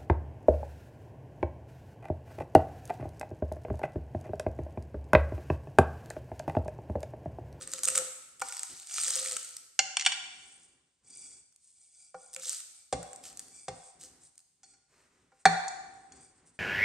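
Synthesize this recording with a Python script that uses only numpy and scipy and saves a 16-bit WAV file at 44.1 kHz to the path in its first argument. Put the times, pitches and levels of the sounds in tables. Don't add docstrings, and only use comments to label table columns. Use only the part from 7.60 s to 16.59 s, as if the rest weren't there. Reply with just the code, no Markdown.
import sys
import numpy as np
from scipy import signal
from scipy.fft import rfft, irfft, next_fast_len
from scipy.io import wavfile
from scipy.ndimage import map_coordinates

SR = 44100
rng = np.random.default_rng(int(sys.argv[2]) if len(sys.argv) > 2 else 0)


def wrap_up_sound(samples):
    columns = np.atleast_2d(samples).T
    tamed = np.clip(columns, -1, 1)
    steps = np.round(tamed * 32767).astype(np.int16)
    wavfile.write(sys.argv[1], SR, steps)


N = 396459

# (start [s], length [s], level [dB], dull share [dB], ping share [dB])
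HANDFULS = [(0.0, .07, -47.5, 8, -7), (0.06, .22, -48, 7, -6), (0.24, .28, -44, 6, -4),
            (0.8, .36, -46.5, 4, -6), (1.02, .36, -52, 4, -7), (1.27, .64, -37.5, 4.5, -3),
            (1.78, .28, -56, -1, -4), (4.795, .27, -40, -4, -8), (5.625, .12, -48, 4, -10),
            (5.74, .2, -62, -5, -8), (6.388, .13, -51.5, -8, -10)]
# (time [s], level [dB], dull share [dB])
PIECES = [(0.0744, -28, -4), (0.1171, -29, -18), (0.1353, -16, -11.5), (0.1834, -28, -1), (0.19, -27, -6.5),
          (0.2339, -11.5, -17.5), (0.242, -18, -18.5), (0.2488, -15, -22), (0.2535, -12.5, -18),
          (0.2749, -17, -6), (0.2803, -14, -10), (0.285, -10.5, -5), (0.3011, -19, -9), (0.3524, -15, -7),
          (0.3562, -13, -5), (0.3648, -18, -10), (0.3738, -16, -4), (0.3775, -9, -7), (0.3854, -14.5, -9),
          (0.796, -35, -8), (0.8022, -31, -3), (0.8145, -24, -5), (0.8185, -21, -7), (0.8857, -25, -9),
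          (0.9235, -24, -6), (0.9679, -24, -11), (0.9936, -22.5, -17), (1.032, -20, -9.5),
          (1.1984, -31, -13.5), (1.2713, -32, -18), (1.296, -35, 2), (1.3102, -31, 0), (1.3409, -17.5, -12),
          (1.3611, -22, -9), (1.3819, -20, 2), (1.4144, -22, -14), (1.4344, -18, -12), (1.4639, -21, -10),
          (1.4803, -17, -9), (1.4915, -19, -14), (1.5048, -15, -16), (1.5547, -16, -17), (1.5615, -17, -13),
          (1.5714, -20, -14), (1.589, -20, -10), (1.6284, -24, -10), (1.6495, -24, -8), (1.6594, -22, -2),
          (1.6844, -25, -6), (1.7123, -20, -8), (1.7205, -21, -7), (1.7294, -25, -7), (1.7655, -22, -3),
          (1.768, -19, -6), (1.7931, -30, -16), (1.8285, -30, -10), (1.8464, -30, -13), (1.8901, -32, -6.5),
          (1.9074, -35, -13), (1.9669, -23.5, -24), (3.9244, -51, -15), (3.9609, -45, -26),
          (4.7314, -35, -24), (4.7378, -30, -22), (4.7463, -27, -26), (4.7627, -24, -0.5),
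          (4.7967, -33, -10), (4.8334, -30, -6), (4.856, -26, -13), (4.8814, -26, -24), (4.8939, -20, -22),
          (4.9299, -24, -16), (5.0027, -28, -18), (5.429, -29.5, -5.5), (5.5313, -33.5, -8.5),
          (5.56, -34.5, -15), (5.638, -31, -18.5), (5.6534, -33, -3), (5.7279, -41, -5), (5.7725, -30, -25),
          (5.7936, -23.5, -28), (5.8014, -36, -10), (5.8825, -40, -14), (6.4113, -35, -18),
          (6.436, -35, -16), (6.755, -49, -20), (6.7785, -38, -30), (6.791, -43, -26), (6.803, -49, -24)]
# (frequency [Hz], level [dB])
BRIGHT_SPECTRUM = [(40, -48), (260, -45), (700, -28), (1300, -25), (2200, -20), (4000, -10), (6500, -3.5),
                   (8300, -1), (9200, -4.5), (10400, -19), (11400, -11.5), (13500, -26), (15700, -28)]
DULL_SPECTRUM = [(60, -22), (300, -22.5), (700, -5.5), (1000, -17.5), (1300, 6), (1600, -1.5), (3000, 2),
                 (6000, -1.5), (9000, -6.5), (10500, -29), (16000, -46)]
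# (frequency [Hz], bandwidth [Hz], level [dB])
SLIDING_MODES = [(4650, 300, -2), (8400, 450, 0)]
# (time [s], level [dB])
LANDINGS = [(0.0, -54), (0.075, -57), (0.135, -50), (0.185, -53), (0.268, -43), (0.318, -47), (0.36, -39),
            (0.385, -38), (0.47, -53), (1.47, -54), (1.56, -45), (1.61, -48), (1.66, -50), (1.72, -48),
            (4.763, -49), (4.86, -58), (6.43, -64)]
# (frequency [Hz], t60 [s], level [dB])
JAR_MODES = [(172, .25, -21), (518, .18, 1), (1300, .07, -6)]
# (start [s], length [s], level [dB])
MOVES = [(0.0, .14, -57), (0.12, .36, -63), (0.48, .42, -75), (0.8, .07, -62), (1.09, .07, -59),
         (1.38, .2, -68), (1.58, .6, -76), (2.3, 1.02, -72), (3.41, .44, -70), (4.55, .7, -82),
         (5.42, .65, -65), (6.33, .37, -66), (6.98, .27, -77), (7.28, .3, -75), (7.5, .3, -73),
         (8.0, .5, -63), (8.48, .2, -61), (8.68, .31, -67)]
# (frequency [Hz], level [dB])
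HANDLING_SPECTRUM = [(20, -28.5), (50, -4), (130, -3.5), (350, -2.5), (600, -14), (2000, -16), (3200, -25),
                     (9000, -32), (11000, -61)]
HUSH_SPECTRUM = [(20, -20), (60, 6), (250, -3), (700, -14), (1200, -17.5), (3500, -10.5), (6000, -9.5),
                 (8500, -3.5), (9400, -6.5), (10200, -35), (16000, -42)]
# (time [s], level over the first 10 ms [dB], contact [name], high-pass [Hz],
# low-pass [Hz], ring length [ratio], crack rise [s])
BLOWS = [(0.8178, -30, "touch", 1000, 3600, .65, .0006), (2.1905, -18.3, "tap", 330, 12040, .9, .0012),
         (2.3692, -24, "clink", 600, 15060, .35, .0005), (2.3955, -31.5, "tap", 1800, 7000, .6, .0005),
         (2.410, -32, "tap", 2400, 11000, .55, .0004), (2.422, -37, "tap", 1800, 12000, .5, .0004),
         (2.449, -31, "clink", 1500, 6000, 1.1, .002), (2.4615, -18, "clink", 600, 8000, .8, .004),
         (2.471, -29, "clink", 400, 9000, .8, .001), (2.519, -31, "clink", 1000, 3500, 1.3, .002),
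         (4.543, -42, "touch", 330, 1500, 1, .0006), (5.3255, -26.3, "pat", 180, 5600, 1, .0009),
         (6.0813, -34.3, "pat", 185, 4800, 1, .0009), (7.032, -55, "graze", 600, 11000, 1, .0006),
         (7.040, -59, "graze", 600, 14200, 1, .0006), (7.135, -64, "graze", 900, 5000, 1, .002),
         (7.717, -66, "touch", 550, 2600, 1.5, .002), (7.8538, -11, "set", 230, 10000, 1, .0015),
         (7.871, -31, "set", 900, 9000, .6, .001), (8.0808, -37, "graze", 4300, 14000, .45, .0004),
         (8.5206, -52.5, "graze", 1800, 12000, .5, .0004)]
CONTACTS = {"tap": (.003, 2.5, -32, -11.5), "clink": (.003, 1, -31, -10), "pat": (.006, .5, -12.5, -8.5),
            "set": (.0025, -5.5, -26, -9.5), "touch": (.005, -5, -13, -11), "graze": (.004, -2, -30, -7)}
# (frequency [Hz], t60 [s], level at each of the six contacts [dB])
PLATE_MODES = [(171, .28, -44.5, -48, -18.5, -16, -30, -40), (415, .08, -41, -42, -6, -19, -16, -35),
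               (510, .12, -27, -36, -3.5, -30, -1, -35), (560, .052, -11, -41.5, -6, -30, -14, -35),
               (765, .075, -20.5, -8, -3, -.5, -16, -20), (773, .9, -27, -31, -33, -28, -34, -32),
               (783, .12, -7, -18, -2, -17, 0, -5), (960, .04, -36, -11, -15, -16, -16, -25),
               (1430, .09, -16, -12, -22, -20, -8, -9), (1570, .08, -19.5, -11, -34.5, -24, -25, -25),
               (1700, .054, -19.5, -12, -32, -13, -28, -20), (2105, .06, 2, -15.5, -9, -27.5, -28, -15),
               (2320, .08, -12.5, -1, -21, -14.5, -14, -18), (2780, .06, -3, -5, -17, -33, -32, -18),
               (2920, .05, -9, -3, -28, -45, -40, -25), (3230, .04, -8, -2, -37.5, -39.5, -40, -28),
               (3410, .06, -11, 0, -14, -29, -35, -12), (4085, .055, -5, -22, -17, -21, -35, -22),
               (4390, .1, -9, -5, -17, -16, -22, -3), (4530, .08, -7, -4, -26, -26, -24, -7),
               (4885, .06, -8, -19.5, -25, -39.5, -24, -9), (5590, .06, -9, 1, -17, -33, -14, -3),
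               (5760, .06, -3, -9, -24, -32, -17, -3), (6350, .056, -16, -20, -24, -19.5, -24, -4),
               (6820, .06, -4, -14, -18, -33, -18, -4), (7050, .06, -2, -2, -19, -35, -16, 2),
               (7850, .05, -4, -15, -21, -22, -20, -5), (8380, .06, -5, 0, -17, -21, -13, -5)]
# (frequency [Hz], level at each of the six contacts [dB])
CRACK_SPECTRA = [(40, -42, -38, -15.5, -25, -20, -30), (307, -25, -29, -8, -13, -8, -20),
                 (566, -16.5, -31, 5.5, -6.5, 3, -16), (960, -19, -9, -5, -10, 2, -16),
                 (1280, -4, -16, -5, -5, -1, -13), (2300, -3.5, -.5, -12, -4.5, -10, -11),
                 (2700, -.5, 1, -12, -15, -15, -12.5), (3050, 1.5, 2, -13, -28, -20, -14),
                 (3400, -3, -2, -12.5, -12, -20, -13.5), (3900, -8, -7, -12, -11, -20, -13),
                 (5000, -3, -12, -8, -22, -10, -4), (5800, 0, -7, -7, -16, -9, -2),
                 (8840, -4.5, 1, 2, -19.5, -6, -1), (9300, -10.5, -7, -9, -15.5, -12, 0),
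                 (10600, -41.5, -27, -40, -38.5, -40, -22), (16500, -56.5, -61, -54.5, -69.5, -65, -45)]
# (frequency [Hz], level [dB])
THUD_SPECTRUM = [(25, -30), (50, -5), (80, -7.5), (100, -10.5), (117, -4), (135, -8.5), (168, 5.5),
                 (205, -8.5), (270, -7.5), (320, -15.5), (420, -12), (900, -43), (3000, -81)]
# (start [s], length [s], hiss level [dB], singing level [dB])
STROKES = [(1.24, .42, -52, -55), (2.58, .62, -58, -77), (3.43, .42, -55, -65), (3.995, .18, -60, -95),
           (4.13, .22, -61, -79), (4.3, .24, -59, -72), (4.54, .24, -58, -74), (5.06, .26, -62, -76),
           (5.44, .17, -60, -77), (5.89, .2, -59.5, -66), (6.11, .27, -55, -76), (6.6, .11, -56, -85),
           (7.02, .16, -74, -77), (7.78, .07, -68, -86), (8.25, .3, -66, -90), (8.5, .24, -65, -74),
           (8.74, .08, -69, -95), (8.85, .07, -60, -100), (8.93, .06, -68, -95)]
# (frequency [Hz], level [dB])
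FRICTION_SPECTRUM = [(100, -41), (700, -26.5), (1500, -29.5), (3000, -21.5), (4500, -14), (7000, -6),
                     (8500, 2), (9400, -2.5), (10100, -26), (12000, -32), (16000, -45.5)]
# (frequency [Hz], bandwidth [Hz], level [dB])
SINGING_MODES = [(785, 35, 12), (1420, 55, 13), (2300, 74, 17), (3420, 80, 5), (4720, 110, 8),
                 (5560, 180, 2), (6150, 110, 4), (6850, 90, 1), (7100, 130, -1), (7700, 130, 0),
                 (8240, 60, -2), (8470, 160, -1)]
# (start [s], length [s], level [dB])
BRUSHES = [(7.28, .22, -68.5), (7.48, .22, -75), (7.72, .13, -74)]
# (frequency [Hz], level [dB])
CLOTH_SPECTRUM = [(100, -8), (500, 2), (1000, -1), (2300, -1), (3300, -9), (5000, -6), (7000, -5),
                  (8800, -2), (10200, -22), (12000, -18), (16000, -40)]
# (frequency [Hz], t60 [s], level [dB])
ROOM_BANDS = [(100, .5, 0.5), (250, 0.22, 3.5), (770, 1.125, 0.5), (2050, 0.98, 1), (5000, 0.94, -0.5),
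              (8500, .85, -1), (12000, 0.92, 0), (16000, 0.31, -14.5)]


def amp(db):
    return 10 ** (np.asarray(db) / 20)


def unit(x):
    return x / np.sqrt(np.sum(x ** 2) + 1e-20)


def read(points, hz, column=1):
    points = np.array(points)
    return np.interp(np.log(hz + 1), np.log(points[:, 0] + 1), points[:, column])


def add(mix, start_s, sound):
    part = mix[max(round(start_s * SR), 0):][:len(sound)]
    part += sound[:len(part)]


def colour(x, spectrum, column=1, size=4096):
    log_gain = np.log(amp(read(spectrum, abs(np.fft.fftfreq(size, 1 / SR)), column)))
    taps = np.fft.ifft(np.exp(np.conj(signal.hilbert(log_gain)))).real[:size // 2]
    return signal.oaconvolve(x, unit(taps))[:len(x)]


def resonate(x, modes):
    return sum(amp(db) * signal.lfilter(*signal.iirpeak(hz, hz / width, SR), x)
               for hz, width, db in modes)


def sweeps(rows, skew, sharpness, column=2):
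    gain = np.zeros(N)
    for row in rows:
        progress = np.linspace(0, 1, round(row[1] * SR))
        add(gain, row[0], amp(row[column]) * abs(np.sin(np.pi * progress ** skew)) ** sharpness)
    return gain


def wander(per_s):
    return np.interp(np.arange(N) / SR * per_s, np.arange(2048), rng.standard_normal(2048))


def grains(per_s, spread_db, decay_s, shapes=24, size=192):
    onsets = np.flatnonzero(rng.random(N) < per_s / SR)
    strength = amp(spread_db * np.minimum(rng.exponential(1, N)[onsets], 4))
    shape = rng.integers(0, shapes, N)[onsets]
    ticks = rng.standard_normal((size, shapes)) * np.exp(-np.arange(size) / SR / decay_s)[:, None]
    out = np.zeros(N + size)
    for lag, values in enumerate(ticks / np.linalg.norm(ticks, axis=0)):
        out[onsets + lag] += strength * values[shape]
    return unit(out[:N]) * np.sqrt(N)


def seed_pings(per_s=550, spread_db=2.7, decay_cycles=4.5, range_hz=(2800, 9600)):
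    out, t = np.zeros(N), np.arange(400) / SR
    chance, pitch, size = rng.random((3, N))
    for i in np.flatnonzero(chance < per_s / SR):
        hz = np.interp(pitch[i], [0, 1], range_hz)
        db = spread_db * min(-np.log(1 - size[i]), 4)
        ping = np.sin(2 * np.pi * hz * t) * np.exp(-hz * t / decay_cycles)
        add(out, i / SR, amp(db) * unit(ping))
    return unit(out) * np.sqrt(N)


def sliding_seeds(skew=.68, sharpness=1.7):
    dust = grains(per_s=1900, spread_db=2.9, decay_s=.0005)
    dust = amp(-1.7) * (dust + amp(-6) * resonate(dust, SLIDING_MODES))
    coarse = amp(-18) * dust + amp(-15) * grains(per_s=220, spread_db=3, decay_s=.0008)
    dull_rows = [(start, length, db + dull_db) for start, length, db, dull_db, _ in HANDFULS]
    ping_rows = [(start, length, db + ping_db) for start, length, db, _, ping_db in HANDFULS]
    bright = dust * sweeps(HANDFULS, skew, sharpness) + seed_pings() * sweeps(ping_rows, skew, sharpness)
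    return bright, coarse * sweeps(dull_rows, skew, sharpness)


def large_pieces(rise_s=.0005, decay_s=.0015, ring_hz=7100, top_hz=8600, hz_per_db=110, width_hz=900):
    bright, dull, t = np.zeros(N), np.zeros(N), np.arange(2048) / SR
    pulse = np.exp(-t / decay_s) * (1 - np.exp(-t / rise_s))
    for start, db, dull_db in PIECES:
        tick = rng.choice([-1, 1]) * amp(db - 9.5) * pulse / pulse.max()
        tick = tick * rng.choice([-1, 1], len(t))
        hz = min(ring_hz - hz_per_db * dull_db, top_hz) * (1 + .09 * rng.uniform(-1, 1))
        add(bright, start, tick + resonate(tick, [(hz, width_hz, 2)]))
        add(dull, start, tick * amp(dull_db))
    return bright, dull


def spices():
    seeds_bright, seeds_dull = sliding_seeds()
    pieces_bright, pieces_dull = large_pieces()
    bright = colour(seeds_bright + pieces_bright, BRIGHT_SPECTRUM)
    return bright + colour(seeds_dull + pieces_dull, DULL_SPECTRUM)


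def jar(note_db=3.3, patter_db=-10, detune=.011, rise_s=.005, settle_s=.04):
    notes, settling, t = np.zeros(N), np.zeros(N), np.arange(SR // 2) / SR
    hz, t60, mode_db = np.transpose(JAR_MODES)[:, :, None]
    for start, db in LANDINGS:
        onset = amp(db) * (1 - np.exp(-t / rise_s))
        swing = np.sin(2 * np.pi * hz * (1 + detune * rng.standard_normal(hz.shape)) * t)
        add(notes, start, onset * (amp(mode_db - 60 * t / t60) * swing).sum(0))
        add(settling, start, onset * np.exp(-t / settle_s))
    impacts = grains(per_s=350, spread_db=2.0, decay_s=.00026)
    patter = resonate(impacts, [(560, 200, 0), (1300, 160, 0)])
    return amp(note_db) * notes + amp(patter_db) * settling * patter / np.std(patter)


def handling(level_db=-2):
    rustle = colour(rng.standard_normal(N), HANDLING_SPECTRUM)
    return amp(level_db) * sweeps(MOVES, skew=.8, sharpness=.6) * rustle


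def room_hush(level_db=-81.5):
    return amp(level_db) * colour(rng.standard_normal(N), HUSH_SPECTRUM)


def plate_ring(t, contact, length, rise_s=.002, detune=.003, split=.015, twin_db=-7, twins_above_hz=900):
    hz, t60, *contact_db = np.transpose(PLATE_MODES)[:, :, None]
    held_hz = hz * (1 + detune * rng.standard_normal(hz.shape))
    twin_hz = held_hz * (1 + split * rng.choice([-1, 1], hz.shape))
    twins = np.sin(2 * np.pi * (twin_hz * t + rng.random(hz.shape)))
    swing = np.sin(2 * np.pi * held_hz * t) + amp(twin_db) * (hz > twins_above_hz) * twins
    fade = np.exp(-np.log(1000) * t / (t60 * length))
    onset = (1 - np.exp(-t / (rise_s * length))) ** 2
    return unit((amp(contact_db[contact]) * fade * swing).sum(0) * onset)


def noise_burst(t, rise_s, decay_s):
    return rng.standard_normal(len(t)) * np.exp(-t / decay_s) * (1 - np.exp(-t / rise_s))


def plate_blows(thud_ref_hz=200, thud_db_per_octave=13, top_hz=9600):
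    direct, to_room, t = np.zeros(N), np.zeros(N), np.arange(SR // 3) / SR
    for start, db, kind, low_hz, soft_hz, length, crack_rise_s in BLOWS:
        contact = list(CONTACTS).index(kind)
        crack_decay_s, crack_db, thud_db, room_db = CONTACTS[kind]
        ring = plate_ring(t, contact, length)
        crack = colour(noise_burst(t, crack_rise_s, crack_decay_s * length), CRACK_SPECTRA, contact + 1)
        blow = ring + amp(crack_db) * unit(crack)
        blow = signal.lfilter(*signal.butter(1, soft_hz, fs=SR), blow)
        blow = signal.sosfilt(signal.butter(3, low_hz, "high", fs=SR, output="sos"), blow)
        thud_db -= thud_db_per_octave * np.log2(low_hz / thud_ref_hz)
        thud = colour(noise_burst(t, rise_s=.013, decay_s=.03), THUD_SPECTRUM)
        blow = unit(blow) + amp(thud_db) * unit(thud)
        blow *= amp(db) / np.std(blow[:SR // 100])
        add(direct, start, blow)
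        add(to_room, start, blow * amp(room_db))
    return signal.sosfilt(signal.butter(7, top_hz, fs=SR, output="sos"), [direct, to_room])


def rubbing(hiss_db=-2, singing_db=-2.5, slip_db=1.3, drift=.005):
    hiss = colour(grains(per_s=5500, spread_db=2.8, decay_s=.00034), FRICTION_SPECTRUM)
    speed = sweeps(STROKES, skew=.85, sharpness=1.2)
    grip = sweeps(STROKES, skew=.9, sharpness=1.1, column=3) * amp(slip_db * wander(per_s=45))
    singing = resonate(hiss * grip, SINGING_MODES) / np.std(resonate(hiss, SINGING_MODES[2:3]))
    shift_samples = signal.lfilter([1], [1, -np.exp(-10 / SR)], drift * wander(per_s=14))
    singing = map_coordinates(singing, [np.arange(N) + shift_samples], order=3)
    return amp(hiss_db) * hiss * speed + amp(singing_db) * singing


def clothing():
    slips = grains(per_s=4000, spread_db=2.2, decay_s=.0006)
    return sweeps(BRUSHES, skew=.9, sharpness=.8) * colour(slips, CLOTH_SPECTRUM)


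def reverberation(x, width=.92, build_s=.0027):
    hz, t, (mid, side) = signal.stft(rng.standard_normal((2, SR * 3 // 2)), SR, nperseg=256)
    side = side * (width * hz / (hz + 150))[:, None]
    t60, band_db = read(ROOM_BANDS, hz)[:, None], read(ROOM_BANDS, hz, column=2)[:, None]
    fade = np.exp(-np.log(1000) * t / t60) * amp(band_db)
    tail = signal.istft(np.array([mid + side, mid - side]) * fade, SR, nperseg=256)[1]
    tail *= 1 - np.exp(-np.arange(tail.shape[1]) / SR / build_s)
    return signal.fftconvolve(x[None], unit(tail) * np.sqrt(2), axes=1)[:, :N]


def scene():
    seeds, hollow = spices(), jar()
    blows, blows_to_room = plate_blows()
    rub = rubbing()
    background = room_hush() + handling() + clothing()
    to_room = amp(-8) * seeds + amp(-12) * hollow + blows_to_room + amp(-9) * rub + amp(-6) * background
    return seeds + hollow + blows + rub + background + reverberation(to_room)


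def record(dry, left_lag_s=.00002, edge_hz=15900):
    size = next_fast_len(N + 512)
    delay = np.exp(-2j * np.pi * np.fft.rfftfreq(size, 1 / SR) * left_lag_s)
    left = irfft(rfft(dry[0], size) * delay, size)[:N]
    low_pass = signal.firwin(511, edge_hz, window=("kaiser", 9), fs=SR)
    return signal.oaconvolve(np.array([left, dry[1]]), low_pass[None], "same", axes=1)


dry = scene()
out = record(dry)
wrap_up_sound(out)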